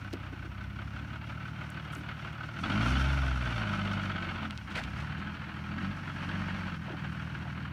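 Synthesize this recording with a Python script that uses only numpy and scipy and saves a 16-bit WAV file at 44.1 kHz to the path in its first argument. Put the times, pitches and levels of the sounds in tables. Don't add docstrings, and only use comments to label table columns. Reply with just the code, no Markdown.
import sys
import numpy as np
from scipy import signal
from scipy.fft import rfft, irfft
from scipy.io import wavfile
from scipy.ndimage import uniform_filter1d, map_coordinates

SR = 44100
rng = np.random.default_rng(int(sys.argv[2]) if len(sys.argv) > 2 else 0)


def put_to_file(sound):
    columns = np.atleast_2d(sound).T
    safe = np.clip(columns, -1, 1)
    whole_steps = np.round(safe * 32767)
    wavfile.write(sys.argv[1], SR, whole_steps.astype(np.int16))


def rack_gain(trim_db):
    fader = np.asarray(trim_db, float)
    return 10 ** (fader / 20)


N = 340452


def rms_one(x):
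    return x / np.sqrt(np.mean(x ** 2) + 1e-20)


def even(x, seconds):
    return x / np.sqrt(uniform_filter1d(x ** 2, int(seconds * SR)) + 1e-12)


def in_time(rows):
    s, *columns = np.transpose(rows)
    return [np.interp(np.arange(N) / SR, s, c) for c in columns]


def drift(rate):
    coarse = np.arange(0, N + 64, 64)
    smooth = map_coordinates(rng.standard_normal(800), [coarse / SR * rate % 790], order=3)
    return np.interp(np.arange(N), coarse, smooth)


def resonances(x, modes):
    out = np.zeros(len(x))
    for k, (hz, width_hz, db) in enumerate(modes):
        r = np.exp(-np.pi * width_hz / SR)
        b = [(1 - r * r) / 2, 0, (r * r - 1) / 2]
        a = [1, -2 * r * np.cos(2 * np.pi * hz / SR), r * r]
        out += (-1) ** k * rack_gain(db) * signal.lfilter(b, a, x + 1e-18)
    return out


def coloured(spectrum):
    hz = np.maximum(np.fft.rfftfreq(N, 1 / SR), 1)
    point_hz, point_db = np.transpose(spectrum)
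    db = np.interp(np.log(hz), np.log(point_hz), point_db)
    return rms_one(irfft(rfft(rng.standard_normal(N)) * rack_gain(db), N))


def bursts(firings, strength_db, decay_s):
    clicks = np.zeros(N)
    at = np.flatnonzero(np.diff(np.floor(firings))) + 1
    clicks[at] = rack_gain(strength_db[firings[at].astype(int)])
    envelope = signal.lfilter([1], [1, -np.exp(-1 / (decay_s * SR))], clicks + 1e-18)
    return envelope, clicks


# level in dB relative to the tailpipe's
# response, dB gained per dB of load.
HUM = [(-5.5, 2.5), (0, 2), (-0.5, 0.17), (5.5, 2), (-6.5, 1.3), (-12, 3.5)]
UPPER_HUM = (-1.5, 2.1)
# frequency in Hz, level in dB.
PIPE_PASS = [(30, -85), (40, -54), (50, -49.5), (65, -39), (90, -46), (115, -41), (130, -49.5), (150, -44),
             (180, -48), (200, -47), (225, -61.5), (260, -64.5), (340, -67.5), (420, -78), (540, -86.5),
             (610, -65), (700, -87), (1100, -63)]
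# time in seconds, gain in dB of the third, fourth, fifth and sixth
# multiples, level in dB of the line at 3.5 times the firing rate (its neighbour at 4.5 follows it).
LINES_DB = [(0.2, 1.5, 1, 3, -1, -59), (1.0, 0, -8, 4.5, -11, -56), (1.8, -7, -0.5, 8, 0, -64),
            (2.6, -3, -2.5, -2, 0, -72), (2.8, -23, -6, 2, -8, -63), (2.95, -3, 8.5, -5, 0, -43),
            (3.1, -7, -0.5, 2, 4, -53), (3.4, 0.5, -1, 2, 0, -63), (3.8, -3, -4, 4, 0, -45.5),
            (4.3, -7, -2.5, 12, 4, -49.5), (4.6, -1.5, -22, 6, 0, -79), (5.0, -2.5, -3, 8.5, -10, -51),
            (5.5, -5.5, -3, 1, 0, -56), (5.75, -1, -2, 3, -4, -58), (5.86, -2, 4.5, -8, -6, -58),
            (5.95, -5, -2.5, -4, -2, -50), (6.1, 1.5, -4.5, -3, 0, -50), (6.4, -6, 0, -1, 0, -43),
            (6.7, -3, 1.5, -5, -2, -48.5), (7.0, -2, 1, 8, 0, -51), (7.5, -2, -5.5, -3, 0, -47.5)]


def exhaust_hum(firings, per_s, load_db, strength_db):
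    depth = np.clip(1.9 - per_s / 40, .15, 1)
    swell_db = depth * np.interp(firings, np.arange(len(strength_db)), strength_db)
    swell = even(rack_gain(swell_db), 0.21)
    turn = 2 * np.pi * (firings + .15)
    pass_hz, pass_db = np.transpose(PIPE_PASS)
    *single_db, between_db = in_time(LINES_DB)
    hum = rack_gain(between_db) * (np.cos(3.5 * turn) + .7 * np.cos(4.5 * turn))
    for k, (db, per_load) in enumerate(HUM + 8 * [UPPER_HUM], 1):
        db = db + per_load * load_db + np.interp(np.log(k * per_s), np.log(pass_hz), pass_db)
        db = db + min(.25 * k, 2.5) * drift(4)
        if 3 <= k <= 6:
            db = db + single_db[k - 3]
        swell_power = 1.9 if k < 3 else .6
        hum += rack_gain(db) * swell ** swell_power * np.cos(k * turn - 4.4)
    return np.sqrt(2) * hum


# centre in Hz, width in Hz, level in dB.
PIPE = [(103, 18.5, -44), (152.4, 20, 6), (201.1, 16.5, 7.5), (285.4, 39, -7.5), (330, 52, -18)]
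# time in seconds, gain in dB.
PUFF_SWELL = [(0, 1.5), (2.62, -6), (2.73, -2), (2.85, -5), (3.0, 1.5), (3.15, -7), (3.6, 0), (4.1, -4),
              (4.36, -2), (4.46, 14), (4.53, -1), (5.7, -1), (5.83, 2.5), (5.96, 2.5), (7.72, 1.5)]


def exhaust_puffs(envelope, clicks, load_db, pull):
    gust = (envelope + .25) * rng.standard_normal(N)
    gas = rms_one(clicks) + .28 * rms_one(gust)
    puff = resonances(resonances(gas, PIPE), [(255.0, 67, 0)])
    db = -50 + in_time(PUFF_SWELL)[0] + 0.55 * load_db + 1.5 * drift(3.8)
    db = db + 0.2149 * pull
    return rack_gain(db) * even(puff, 0.67)


def exhaust_lope(clicks, load_db):
    uneven = clicks - (clicks > 0) * clicks[clicks > 0].mean()
    lope = resonances(resonances(uneven, [(138, 130, 0)]), [(119, 72, 0)])
    return rack_gain(-48.5 + 0.73 * load_db) * even(lope, 0.32)


# exhaust in dB, knock in dB standing,
# knock in dB pulling, knock in dB once the car leans into the rut.
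CYLINDERS = [(-2, -2, 0, -3), (3, -1, -5, -4), (-2, 3, 1, .5), (1, 2, 1.5, -3.5), (3, -6, -6, -7),
             (-2, -1, 2, -1.5)]


def exhaust(firings, per_s, load_db, pull):
    count = np.arange(int(firings[-1]) + 2)
    strength_db = np.array(CYLINDERS)[count % 6, 0] + .5 * rng.standard_normal(len(count))
    envelope, clicks = bursts(firings, 0.28 * strength_db, decay_s=0.019)
    hum = exhaust_hum(firings, per_s, load_db, strength_db)
    return hum + exhaust_puffs(envelope, clicks, load_db, pull) + exhaust_lope(clicks, load_db)


# time in seconds, lag in seconds
PIPE_LAG = [(2.5, .0275), (2.8, .030), (4.3, .028), (5, .024)]


def knock_clock(firings):
    time = np.arange(N) / SR
    return np.maximum(np.interp(time + in_time(PIPE_LAG)[0], time, firings) - .43, 0)


STANCE_S = (2.55, 2.7, 4.45, 4.8)
# time in seconds, dB over their usual strength.
HARD_KNOCKS = [(.788, 2), (.818, 2), (1.13, -1.5), (1.611, 0.5), (2.115, 1.5), (2.275, -0.5), (2.487, 3),
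               (2.563, 1), (2.591, 6), (2.64, -2), (2.7, 7), (2.759, -2), (2.78, 2.5), (2.8, 3), (2.862, 3),
               (3.737, 2), (4.16, 4.5), (4.43, 0), (5.778, 4.5), (5.85, 2.5), (6.286, 6), (7.21, 4.5),
               (7.35, 1.5)]


def knock_strengths(early):
    time = np.arange(N) / SR
    count = np.arange(int(early[-1]) + 2)
    at = np.interp(STANCE_S, time, early)
    standing = np.interp(count, at[:2], [1, 0])
    leaning = np.interp(count, at[2:], [0, 1])
    _, standing_db, pulling_db, leaning_db = np.array(CYLINDERS)[count % 6].T
    usual_db = standing * standing_db + (1 - standing - leaning) * pulling_db + leaning * leaning_db
    strength_db = usual_db + .7 * rng.standard_normal(len(count))
    hard_s, hard_db = np.transpose(HARD_KNOCKS)
    strength_db[np.round(np.interp(hard_s, time, early)).astype(int)] += hard_db
    return strength_db, leaning


# centre in Hz, width in Hz, level in dB, dB gained as the car leans
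BLOCK = [(600, 33.3, 5, -13), (640, 148, 1.5, -11), (690, 35, -2, -9), (866, 92.4, 0.5, 3),
         (1077, 150, -2.5, 7), (1312, 170, 12.5, -1), (1477, 180, 14.5, -2), (1637, 160, -3, 14.5),
         (1835, 160, -12.5, 18.5), (2200, 380, 3, -1.5), (2783, 590, -1.5, -1.5), (3160, 560, -2.5, -0.5),
         (3580, 350, -7.5, -16), (4480, 440, -18, -7), (4470, 210, -8.5, 1.5)]


def knocks(early, strength_db, leaning, effort_db):
    firing_count = len(strength_db)
    now = early.astype(int)
    upper_db = 1.2 * rng.standard_normal(firing_count)
    rise = np.exp(-1 / (.0022 * SR))
    knock = np.zeros(N)
    for hz, width_hz, db, lean_db in BLOCK:
        share = 1 if 1250 < hz < 1700 else .7
        own_db = share * strength_db + lean_db * leaning + (hz > 2000) * upper_db
        own_db = own_db + 1.0 * rng.standard_normal(firing_count)
        envelope, _ = bursts(early, own_db, decay_s=.005)
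        swing = signal.lfilter([1], [1, -2 * rise, rise ** 2], envelope)
        blow_hz = hz + .25 * width_hz * rng.standard_normal(firing_count)[now]
        phase = 2 * np.pi * (np.cumsum(blow_hz) / SR + rng.random(firing_count)[now])
        blow = 1.1 * np.sqrt(2 * np.pi * width_hz / SR) * np.cos(phase)
        shake = resonances(.45 * swing * rng.standard_normal(N), [(hz, width_hz, db)])
        shake = shake + resonances(swing * blow, [(hz, 2.5 * width_hz, db - 2.5)])
        rasp_db = 0.35 * effort_db * (hz > 3000)
        knock += rack_gain(rasp_db) * shake
    muffle = signal.butter(4, 5000, fs=SR, output="sos")
    return signal.sosfilt(muffle, knock)


# frequency in Hz, relative density in dB per Hz.
CLATTER = [(190, -3), (330, -3.5), (380, -7.5), (430, -10), (500, -12.5), (841, -8.5), (1110, -8),
           (1490, -5), (1730, -10), (2850, -11.5), (3440, -21), (4470, -24), (5000, -36), (5530, -41),
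           (6500, -42.5), (8450, -45), (14300, -120)]


def valve_clatter(early, strength_db, effort_db):
    cylinder_db = .4 * np.interp(early - .3, np.arange(len(strength_db)), strength_db)
    return coloured(CLATTER) * rack_gain(1.5 * drift(45) + cylinder_db + .15 * (effort_db - 3))


def block(early, strength_db, leaning, block_db):
    effort_db = block_db + 46
    knock = rms_one(knocks(early, strength_db, leaning, effort_db))
    clatter = 1.2 * valve_clatter(early, strength_db, effort_db)
    return rack_gain(block_db + 1.0) * even(knock + clatter, .25)


def bank_echo(iron):
    lag = int(0.0092 * SR)
    return rack_gain(-14.0) * np.r_[np.zeros(lag), iron[:-lag]]


# time in seconds, frequency in Hz, level in dB.
RING = [(2.7, 690, -77), (2.85, 700, -51), (2.97, 690, -60), (3.1, 690, -66), (3.25, 685, -49),
        (3.36, 640, -66), (3.5, 600, -54), (3.68, 611, -53), (3.85, 610, -58), (4.1, 600, -80)]


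def ring():
    hz, db = in_time(RING)
    phase = 2 * np.pi * np.cumsum(hz + 8 * drift(25)) / SR
    return np.sqrt(2) * rack_gain(db + 2.5 * drift(14)) * np.cos(phase)


# frequency in Hz, relative density in dB per Hz.
RUSTLE = [(3060, -0.5), (4000, 0), (4900, 2), (5200, 4), (5540, 6.5), (7700, -9), (8440, -6),
          (11800, -14.5), (15500, -25)]
# time in seconds, relative level in dB.
HISS = [(0.0, -67.5), (0.34, -69.5), (2.49, -65.5), (2.69, -57.5), (2.82, -50.5), (2.9, -51), (3.1, -54.5),
        (3.44, -57), (3.83, -59.5), (4.67, -67), (4.9, -64), (5.1, -68.5), (5.59, -67.5), (6.39, -61.5),
        (6.64, -63.5), (6.79, -65.5), (7.72, -69)]


def rustle(early, strength_db):
    envelope, _ = bursts(early, strength_db, decay_s=.006)
    pulse = even(1.1 + rms_one(envelope) * 0.25, 0.2)
    return rack_gain(in_time(HISS)[0] - 0.5 + 1.8 * drift(30)) * coloured(RUSTLE) * pulse


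# start in seconds, peak in dB before the ground echo, centre in Hz.
TICKS = [(0.13, -33, 3560), (0.1327, -43, 13500), (0.136, -31, 3870), (.143, -55, 12000),
         (1.703, -37.5, 8300), (1.9362, -39, 6950), (1.952, -35, 6070), (2.331, -51, 8000),
         (4.5087, -26, 2750), (4.5084, -47, 8500), (4.5765, -28, 3430), (4.5764, -54, 11500),
         (4.707, -60, 8000), (4.839, -29, 2800), (7.13, -50, 9000), (7.39, -49, 5500)]


def tyre_ticks():
    out = np.zeros(N)
    for s, db, hz in TICKS:
        grit = rng.standard_normal(400) * np.exp(-np.arange(400) / SR / .0006)
        snap = (np.arange(400) == 0) + .08 * grit
        band = [(hz, .7 * hz, 0)]
        click = resonances(resonances(snap, band), band)
        out[int(s * SR):int(s * SR) + 400] += rack_gain(db) * click / np.abs(click).max()
    return out


# start in seconds, length in seconds (fall to 1/e, though
# all end by 0.136 s), level in dB of the grains before they are faded, centre in Hz.
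CRUNCHES = [(0.131, 0.014, -35.5, 315), (0.132, 0.011, -43, 520), (0.137, 0.046, -42, 253),
            (0.125, 0.021, -48, 1510), (0.126, 0.025, -69, 13000), (0.322, 0.027, -42.5, 262),
            (0.431, 0.059, -50, 296), (1.921, 0.076, -63, 9000), (1.962, 0.065, -45.5, 270),
            (4.702, 0.29, -55.5, 2480), (4.752, 0.041, -36.5, 1550), (4.76, 0.079, -76, 6360),
            (4.763, 0.024, -42, 504), (4.789, 0.015, -46, 2200), (4.792, 0.016, -38.5, 640),
            (4.832, 0.025, -47, 2200), (4.967, 0.04, -46, 1280), (5.0, 0.025, -45.5, 1400),
            (5.021, 0.034, -43, 950), (5.179, 0.03, -52, 2000), (6.874, 0.042, -49, 670),
            (6.898, 0.027, -43, 300), (6.927, 0.019, -38, 310), (6.93, 0.034, -47, 700),
            (7.452, 0.037, -46, 680)]


def tyre_crunches():
    out = np.zeros(N)
    time = np.arange(6000) / SR
    for s, length, db, hz in CRUNCHES:
        grains = rng.standard_normal(6000) * rack_gain(1.8 * np.minimum(rng.exponential(1, 6000), 4))
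        grains *= rack_gain(3 * np.interp(time, np.arange(40) / 250, rng.standard_normal(40)))
        width = .55 if hz < 900 else 1.2
        band = [(hz, width * hz, 0)]
        shape = np.clip(time / 0.0009, 0, 1) * np.exp(-(time / length) ** 3)
        crunch = rms_one(resonances(resonances(grains, band), band))
        out[int(s * SR):int(s * SR) + 6000] += rack_gain(db) * shape * crunch
    return out


# centre in Hz, width in Hz, level in dB of the part
GROUND_DIP = [(416, 115, -5.5)]


def over_ground(car):
    return car - resonances(car, GROUND_DIP)


# time in seconds, level in dB about which it wavers.
WHIR = [(0, -88), (2.5, -89), (4.3, -88), (5, -95), (7.72, -95)]


def insect():
    mode = [(12000, 170, 0)]
    whir = rms_one(resonances(resonances(rng.standard_normal(N), mode), mode))
    return rack_gain(in_time(WHIR)[0] + 2.0 * drift(2.2)) * whir


def open_air():
    low = signal.butter(3, [62, 170], "band", fs=SR, output="sos")
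    high = signal.butter(2, 7000, "high", fs=SR, output="sos")
    wash = rms_one(signal.sosfilt(low, rng.standard_normal(N)))
    hiss = signal.sosfilt(high, rng.standard_normal(N))
    return rack_gain(-61) * wash + rack_gain(-76.5) * hiss


# time in seconds, firings per second.
SPEED = [(0.0, 33.03), (0.32, 31.05), (1.47, 38.01), (2.57, 37.55), (2.93, 65.41), (3.13, 69.1),
         (3.48, 60.28), (3.71, 50.19), (4.03, 49.65), (4.48, 42.2), (4.72, 28.01), (5.09, 38.46),
         (5.3, 41.56), (5.69, 39.84), (5.89, 49.3), (6.16, 45.93), (6.42, 47.72), (6.69, 45.62),
         (6.83, 39.52), (7.72, 39.6)]
# time in seconds, dB over a steady crawl.
LOAD = [(0, -6), (.8, -2.5), (1.6, -3.5), (2.55, -4), (2.7, 3.5), (2.9, 6), (3.1, 6.5), (3.3, 5.5),
        (3.6, 2.5), (3.9, 3.5), (4.45, 0), (4.65, -4.5), (4.9, -1), (5.25, -0.5), (5.5, -3), (5.7, -0.5),
        (5.85, 3), (6, -1), (6.4, 2.5), (6.75, 0), (6.88, -5.5), (7.05, -1.7), (7.72, -1)]
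# time in seconds, relative level in dB.
EFFORT = [(0, -48.5), (.56, -49.5), (1.0, -47.5), (1.9, -45.5), (2.62, -44.5), (2.64, -34.5), (2.67, -36),
          (2.72, -36), (2.87, -34), (3.05, -36.5), (3.33, -40), (3.6, -37.5), (4.44, -40.5), (4.49, -46.5),
          (4.65, -48.5), (4.77, -41), (4.9, -45.5), (5.2, -43.5), (5.6, -46), (5.84, -42), (5.94, -45.5),
          (6.3, -41), (6.69, -42), (6.82, -49), (6.92, -44.5), (7.72, -46.5)]


def scene():
    per_s = in_time(SPEED)[0]
    firings = .13 + np.cumsum(per_s) / SR
    climb = np.maximum(np.gradient(per_s) * SR, 0)
    pull = uniform_filter1d(climb, int(.2 * SR))
    early = knock_clock(firings)
    strength_db, leaning = knock_strengths(early)
    iron = block(early, strength_db, leaning, in_time(EFFORT)[0])
    engine = exhaust(firings, per_s, in_time(LOAD)[0], pull) + iron + bank_echo(iron)
    engine = engine + ring() + rustle(early, strength_db)
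    car = engine + tyre_ticks() + tyre_crunches()
    return (over_ground(car) + insect() + open_air())[None]


def band_limit(x):
    return signal.sosfilt(signal.butter(12, 15750, fs=SR, output="sos"), x)


def record(dry):
    low_cut = signal.butter(8, 41, "high", fs=SR, output="sos")
    mix = signal.sosfilt(low_cut, dry)
    return band_limit(mix)


dry = scene()
out = record(dry)
put_to_file(out)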